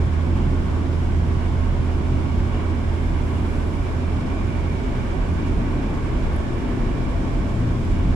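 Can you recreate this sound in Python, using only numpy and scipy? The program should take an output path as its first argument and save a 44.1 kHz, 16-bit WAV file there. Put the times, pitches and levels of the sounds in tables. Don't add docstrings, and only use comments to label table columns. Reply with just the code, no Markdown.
import sys
import numpy as np
from scipy import signal
from scipy.fft import rfft, irfft
from scipy.io import wavfile

SR = 44100
rng = np.random.default_rng(int(sys.argv[2]) if len(sys.argv) > 2 else 0)


def dump_mix(stems):
    frames = np.atleast_2d(stems).T
    limited = np.clip(frames, -1, 1)
    pcm = np.round(limited * 32767).astype(np.int16)
    wavfile.write(sys.argv[1], SR, pcm)


N = 359415
TIME = np.arange(N) / SR
FREQ = np.maximum(np.arange(N // 2 + 1) * SR / N, 1)

FIRING_HZ, FIRING_RISE_HZ_PER_S = 81.33, .42
ABREAST_S, OVERTAKE_M_S, LANE_M = 6.83, 4.1, 2.67
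# f/Hz, relative level/dB
SHAKE_SPECTRUM = [(10, -3), (19, -2), (25, -1.5), (37, 10.5), (47, 4.5), (62, 2.5), (76, 2), (95, -3),
                  (130, -53)]
# f/Hz, relative level/dB
ROAR_SPECTRUM = [(250, -5), (450, -2.5), (600, -1.5), (780, -4), (930, -1.5), (1140, -9), (1240, -8.5),
                 (1600, -11.5), (1800, -13.5), (2200, -13.5), (2600, -19), (3300, -21.5), (4200, -29)]


def undb(db):
    return 10 ** (np.asarray(db) / 20)


def curve(rows, column=1):
    rows = np.array(rows)
    return np.interp(TIME, rows[:, 0], rows[:, column])


def across(rows):
    hz, value = np.transpose(rows)
    return np.interp(np.log(FREQ), np.log(hz), value)


def pan(db):
    gains = undb(np.vstack([db, -db]) / 2)
    return gains / gains.mean(axis=0)


def walk(rate_hz):
    lowpass = np.exp(-np.minimum(FREQ / rate_hz, 10) ** 2)
    drift = irfft(rfft(rng.standard_normal(N)) * lowpass, N)
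    return (drift - drift.mean()) / drift.std()


def swell(at_s, half_length_s):
    return np.exp(-((TIME - at_s) / half_length_s) ** 2)


def speed():
    return 1 + FIRING_RISE_HZ_PER_S * TIME / FIRING_HZ


def resonance(hz, width_hz):
    return 1 / (1 + 1j * (FREQ ** 2 - hz ** 2) / (FREQ * width_hz))


def ringing(hz, width_hz, pan_db=0, lead=0):
    ring = rfft(rng.standard_normal(N)) * resonance(hz, 2 * width_hz) ** 2
    sides = irfft(np.array([ring * np.exp(1j * lead), ring]), N)
    return sides / sides.std() * pan(pan_db)


def cabin_noise(spectrum):
    # f/Hz, correlation
    likeness = [(30, 0.94), (200, 0.79), (320, 0.81), (420, 0.59), (520, 0.4), (800, 0.018), (12000, 0.029)]
    # f/Hz, pan/dB
    balance = [(25, -2), (65, -1), (120, -1), (320, 0.5), (480, 0), (750, -1.5), (1800, -4.5), (3200, -1.5),
               (7500, -1), (9200, -5), (11000, 7.5), (14000, 1)]
    mid, side = rfft(rng.standard_normal((2, N)))
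    alike = np.clip(across(likeness), -.99, .99)
    sign = np.array([[1], [-1]])
    field = mid * np.sqrt(1 + alike) + sign * side * np.sqrt(1 - alike)
    octaves_outside = np.abs(np.log2(FREQ / np.clip(FREQ, spectrum[0][0], spectrum[-1][0])))
    skirt = undb(-30 * octaves_outside)
    colour = undb(across(spectrum) + sign * across(balance) / 2)
    noise = irfft(field * skirt * colour, N)
    return noise / np.std(noise.mean(axis=0))


def engine(growl_hz=135, growl_width_hz=26, growl_db=-12.0):
    # t/s, level/dB, pan/dB
    boom = [(0, -19, -5.5), (.55, -23, -8), (1.3, -20, -6.5), (1.6, -22, -8.5), (2.25, -22.5, -7.5),
            (3, -24, -8.5), (3.6, -25.5, -7.5), (4.05, -23.5, -7), (4.32, -29.5, -9), (4.56, -22.5, -9),
            (4.9, -33, -12), (5.3, -27, -9), (6.5, -35, -7), (7.0, -29.5, 5), (8.15, -26.5, 1)]
    # relative level/dB, pan/dB
    harmonics = [(-0.5, 1), (-26, 8), (-19.5, 2)]
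    phase = 2 * np.pi * np.cumsum(FIRING_HZ * speed()) / SR
    waver = undb(.2 * walk(5))
    note = sum(pan(pan_db) * undb(db) * np.sin(k * phase + rng.uniform(0, 2 * np.pi))
               for k, (db, pan_db) in enumerate(harmonics, start=1))
    firing = np.sqrt(2) * note * waver * pan(curve(boom, column=2))
    growl = ringing(growl_hz, growl_width_hz, pan_db=-4.0) * undb(growl_db)
    return (firing + growl) * undb(curve(boom))


def road(shake_db=-26.0, rumble_db=-30.0, shake_uneven_db=0.9, rumble_uneven_db=.5, speed_power=4.1):
    # t/s, half length/s, extra shake/dB, extra rumble/dB, panel level/dB
    patches = [(0.448, 0.2, 1, 1.5, -29), (1.2, .2, 1, -0.5, -33), (1.75, 0.13, 3.5, -1, -40),
               (2.12, 0.21, 0, 1.2, -51), (2.9, 0.11, 2, -1, -53), (4.7, 0.26, -2.5, 0, -37.5),
               (5.253, 0.14, 3.5, -2, -29.5), (5.54, 0.12, 0.5, 2.5, -36.5), (5.846, 0.098, -2, 2, -34),
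               (6.26, 0.094, 5.5, 0, -36), (6.87, 0.13, 2, 0, -49), (8.018, 0.2, 4, 0, -35.5)]
    # f/Hz, relative level/dB
    rumble_spectrum = [(80, -33), (102, -1.5), (119, 2), (145, -1.5), (190, -1), (250, 2.5), (305, -2),
                       (372, -4), (420, -7.5), (470, -19), (650, -21.5), (1000, -62)]
    # f/Hz, width/Hz, relative level/dB, pan/dB, left lead/rad
    air_modes = [(118.8, 11.4, -5.5, 2.5, 0), (247.8, 21.6, -11.5, 2.5, 0), (324.8, 24.5, -15, 9, 0)]
    shake_level = shake_db + shake_uneven_db * walk(3.5)
    rumble_level = rumble_db + rumble_uneven_db * walk(3.9)
    drumming = 0
    for at_s, half_length_s, more_shake_db, more_rumble_db, panel_db in patches:
        patch = swell(at_s, half_length_s)
        shake_level += more_shake_db * patch
        rumble_level += more_rumble_db * patch
        drumming += undb(panel_db) * patch
    rumble = cabin_noise(rumble_spectrum)
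    for hz, width_hz, db, pan_db, lead in air_modes:
        rumble += ringing(hz, width_hz, pan_db, lead) * undb(db)
    panel = ringing(hz=167, width_hz=30) * drumming
    shake = cabin_noise(SHAKE_SPECTRUM) * undb(shake_level)
    return (shake + rumble * undb(rumble_level) + panel) * speed() ** speed_power


def tyres(level_db=-38.0, roar_db=-0.35, flutter_db=0.66, mode_flutter_db=2.2, speed_power=0.77):
    # f/Hz, width/Hz, relative level/dB, pan/dB, left lead/rad
    cabin_modes = [(384.4, 35, -10.5, -23, -2.5), (581, 23, -16, 10, -0.5), (667.6, 22, -14, 1, 1.3),
                   (733, 27, -18, -4, 1), (877, 21, -20, 12, -2), (954, 37, -15.5, -10, -2.5),
                   (1011, 17, -20, -4, 0), (1092.5, 37, -10.5, -1, 1), (1163, 26, -19, 14, 0.5),
                   (1433, 28, -21.5, 12, 0), (1518, 15, -19, -17, 2), (1566, 26, -25, 16, -0.5),
                   (1630, 39, -15, 1, 4), (2178, 44, -22, 21, 0), (2642, 21, -28.5, -2, 0),
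                   (2852, 44, -21, -6, -1.5), (3132, 43, -27, -8, 1.5), (3510, 40, -31.5, 10, -1)]
    # t/s, half length/s, roar change/dB, tread level/dB
    surges = [(.74, 0.1, 1, -42.5), (2.56, 0.14, 1.3, -47), (3.47, 0.19, .6, -48), (5.0, 0.2, 1.4, -54),
              (5.85, 0.25, 0.5, -54), (7.8, 0.17, -1.2, -65)]
    roar = cabin_noise(ROAR_SPECTRUM) * undb(roar_db + flutter_db * walk(18.0))
    for hz, width_hz, db, pan_db, lead in cabin_modes:
        roar += ringing(hz, width_hz, pan_db, lead) * undb(db + mode_flutter_db * walk(7.1))
    surge_db = sum(db * swell(at_s, half_length_s) for at_s, half_length_s, db, _ in surges)
    singing = sum(undb(db) * swell(at_s, half_length_s) for at_s, half_length_s, _, db in surges)
    tread = ringing(hz=980, width_hz=260, pan_db=-2) * singing
    return (roar * undb(level_db + surge_db) + tread) * speed() ** speed_power


def wind(level_db=-53.5, flutter_db=0.5, speed_power=1.9, bright_db=-65.0):
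    # f/Hz, relative level/dB
    airflow_spectrum = [(1500, 0), (3300, 8.5), (4200, 3), (5400, 5), (6300, 0.5), (7500, 1.5),
                        (8300, -3.5), (9600, -4), (11000, -10), (12500, -16), (14500, -22)]
    # f/Hz, relative level/dB
    bright_spectrum = [(5000, -12), (7500, 5), (10000, 4), (11500, -1), (13000, -7), (15000, -14)]
    steady = cabin_noise(airflow_spectrum) * undb(level_db + flutter_db * walk(26))
    bright = cabin_noise(bright_spectrum) * swell(at_s=3.455, half_length_s=0.5) * undb(bright_db)
    return steady * speed() ** speed_power + bright


def seal_whistle(hz=2320, width_hz=95, flutter_db=1.0, wander_hz=18):
    # t/s, level/dB
    strength = [(0, -56), (1.3, -59), (1.9, -56), (2.35, -52), (3, -54), (3.9, -53), (4.25, -50),
                (4.55, -49), (5.1, -52.5), (8.15, -52.5)]
    tone = signal.hilbert(ringing(hz, width_hz, pan_db=-15, lead=-0.85))
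    bend = np.exp(2j * np.pi * np.cumsum(wander_hz * walk(3.96)) / SR)
    return (tone * bend).real * undb(curve(strength) + flutter_db * walk(8.4))


def body_hum(hz=272, width_hz=40, at_s=5.68, half_length_s=.3, level_db=-31.5):
    return ringing(hz, width_hz) * swell(at_s, half_length_s) * undb(level_db)


def nearness(behind_m=0):
    return LANE_M / np.hypot(LANE_M, OVERTAKE_M_S * (TIME - ABREAST_S) - behind_m)


def overtaking_car(rush_db=-44, tread_db=-53, drone_db=-37.5, buffet_db=-30, axle_m=0.98):
    # f/Hz, relative level/dB
    tread_spectrum = [(1250, 0), (1750, 12), (2100, -9)]
    # f/Hz, width/Hz, level when nearest/dB
    passing_cabin_modes = [(489, 35, -47), (588, 22, -48), (673, 25, -47.5), (1135, 28, -51.5)]
    rush = cabin_noise(ROAR_SPECTRUM) * undb(rush_db) + cabin_noise(tread_spectrum) * undb(tread_db)
    drone = ringing(hz=252, width_hz=42, pan_db=0.5) * undb(drone_db)
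    buffet = cabin_noise(SHAKE_SPECTRUM) * undb(buffet_db)
    howl = sum(ringing(hz, width_hz) * undb(db) for hz, width_hz, db in passing_cabin_modes)
    front = rush * pan(-1.4) + drone
    lows = buffet * pan(5.6) + exhaust() * pan(3.0)
    return front * nearness(-axle_m) + lows * nearness() + howl * nearness(axle_m)


def trim_tick(width_hz=3700, tail_db=-19, tail_t60_s=.022):
    # t/s, peak level/dB, ring f/Hz
    snaps = [(6.3617, -39, 10500), (6.364, -47, 10700)]
    out = np.zeros((2, N))
    for at_s, db, hz in snaps:
        age = TIME - at_s
        tail = undb(tail_db - 60 * np.abs(age) / tail_t60_s) * (age > 0)
        push = rng.standard_normal((2, N)) * tail
        push[:, np.argmin(np.abs(age))] += 1
        ring = irfft(rfft(push) * resonance(hz, width_hz) ** 6, N)
        out += ring / np.abs(ring).max() * undb(db) * pan(1.5)
    return out


def exhaust(crank_hz=58.3, wander_hz=1.46, flutter_db=1.0, level_db=-22.6,
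            clear_s=7.52, clear_width_s=0.061, echo_db=-3, in_step_s=7.65, beat_s=0.41):
    # multiple of the crank rate, relative level/dB
    orders = [(2, -1.5), (3, -10)]
    phase = 2 * np.pi * np.cumsum(crank_hz + wander_hz * walk(17.0)) / SR
    note = sum(np.sin(k * phase) * undb(db + flutter_db * walk(8)) for k, db in orders)
    in_view = (1 + np.tanh((TIME - clear_s) / clear_width_s)) / 2
    echo = undb(echo_db) * np.exp(2j * np.pi * (TIME - in_step_s) / beat_s)
    return np.sqrt(2) * note * in_view * np.abs(1 + echo) * undb(level_db)


def scene():
    own_car = engine() + road() + tyres() + wind() + seal_whistle()
    return own_car + body_hum() + overtaking_car() + trim_tick()


def record(dry):
    top_hz, fade_s = 14500, .002
    fade = np.clip(np.minimum(TIME, TIME[-1] - TIME) / fade_s, 0, 1)
    lowpass = signal.ellip(10, .2, 70, top_hz, fs=SR, output="sos")
    return signal.sosfilt(lowpass, dry * fade)


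dry = scene()
out = record(dry)
dump_mix(out)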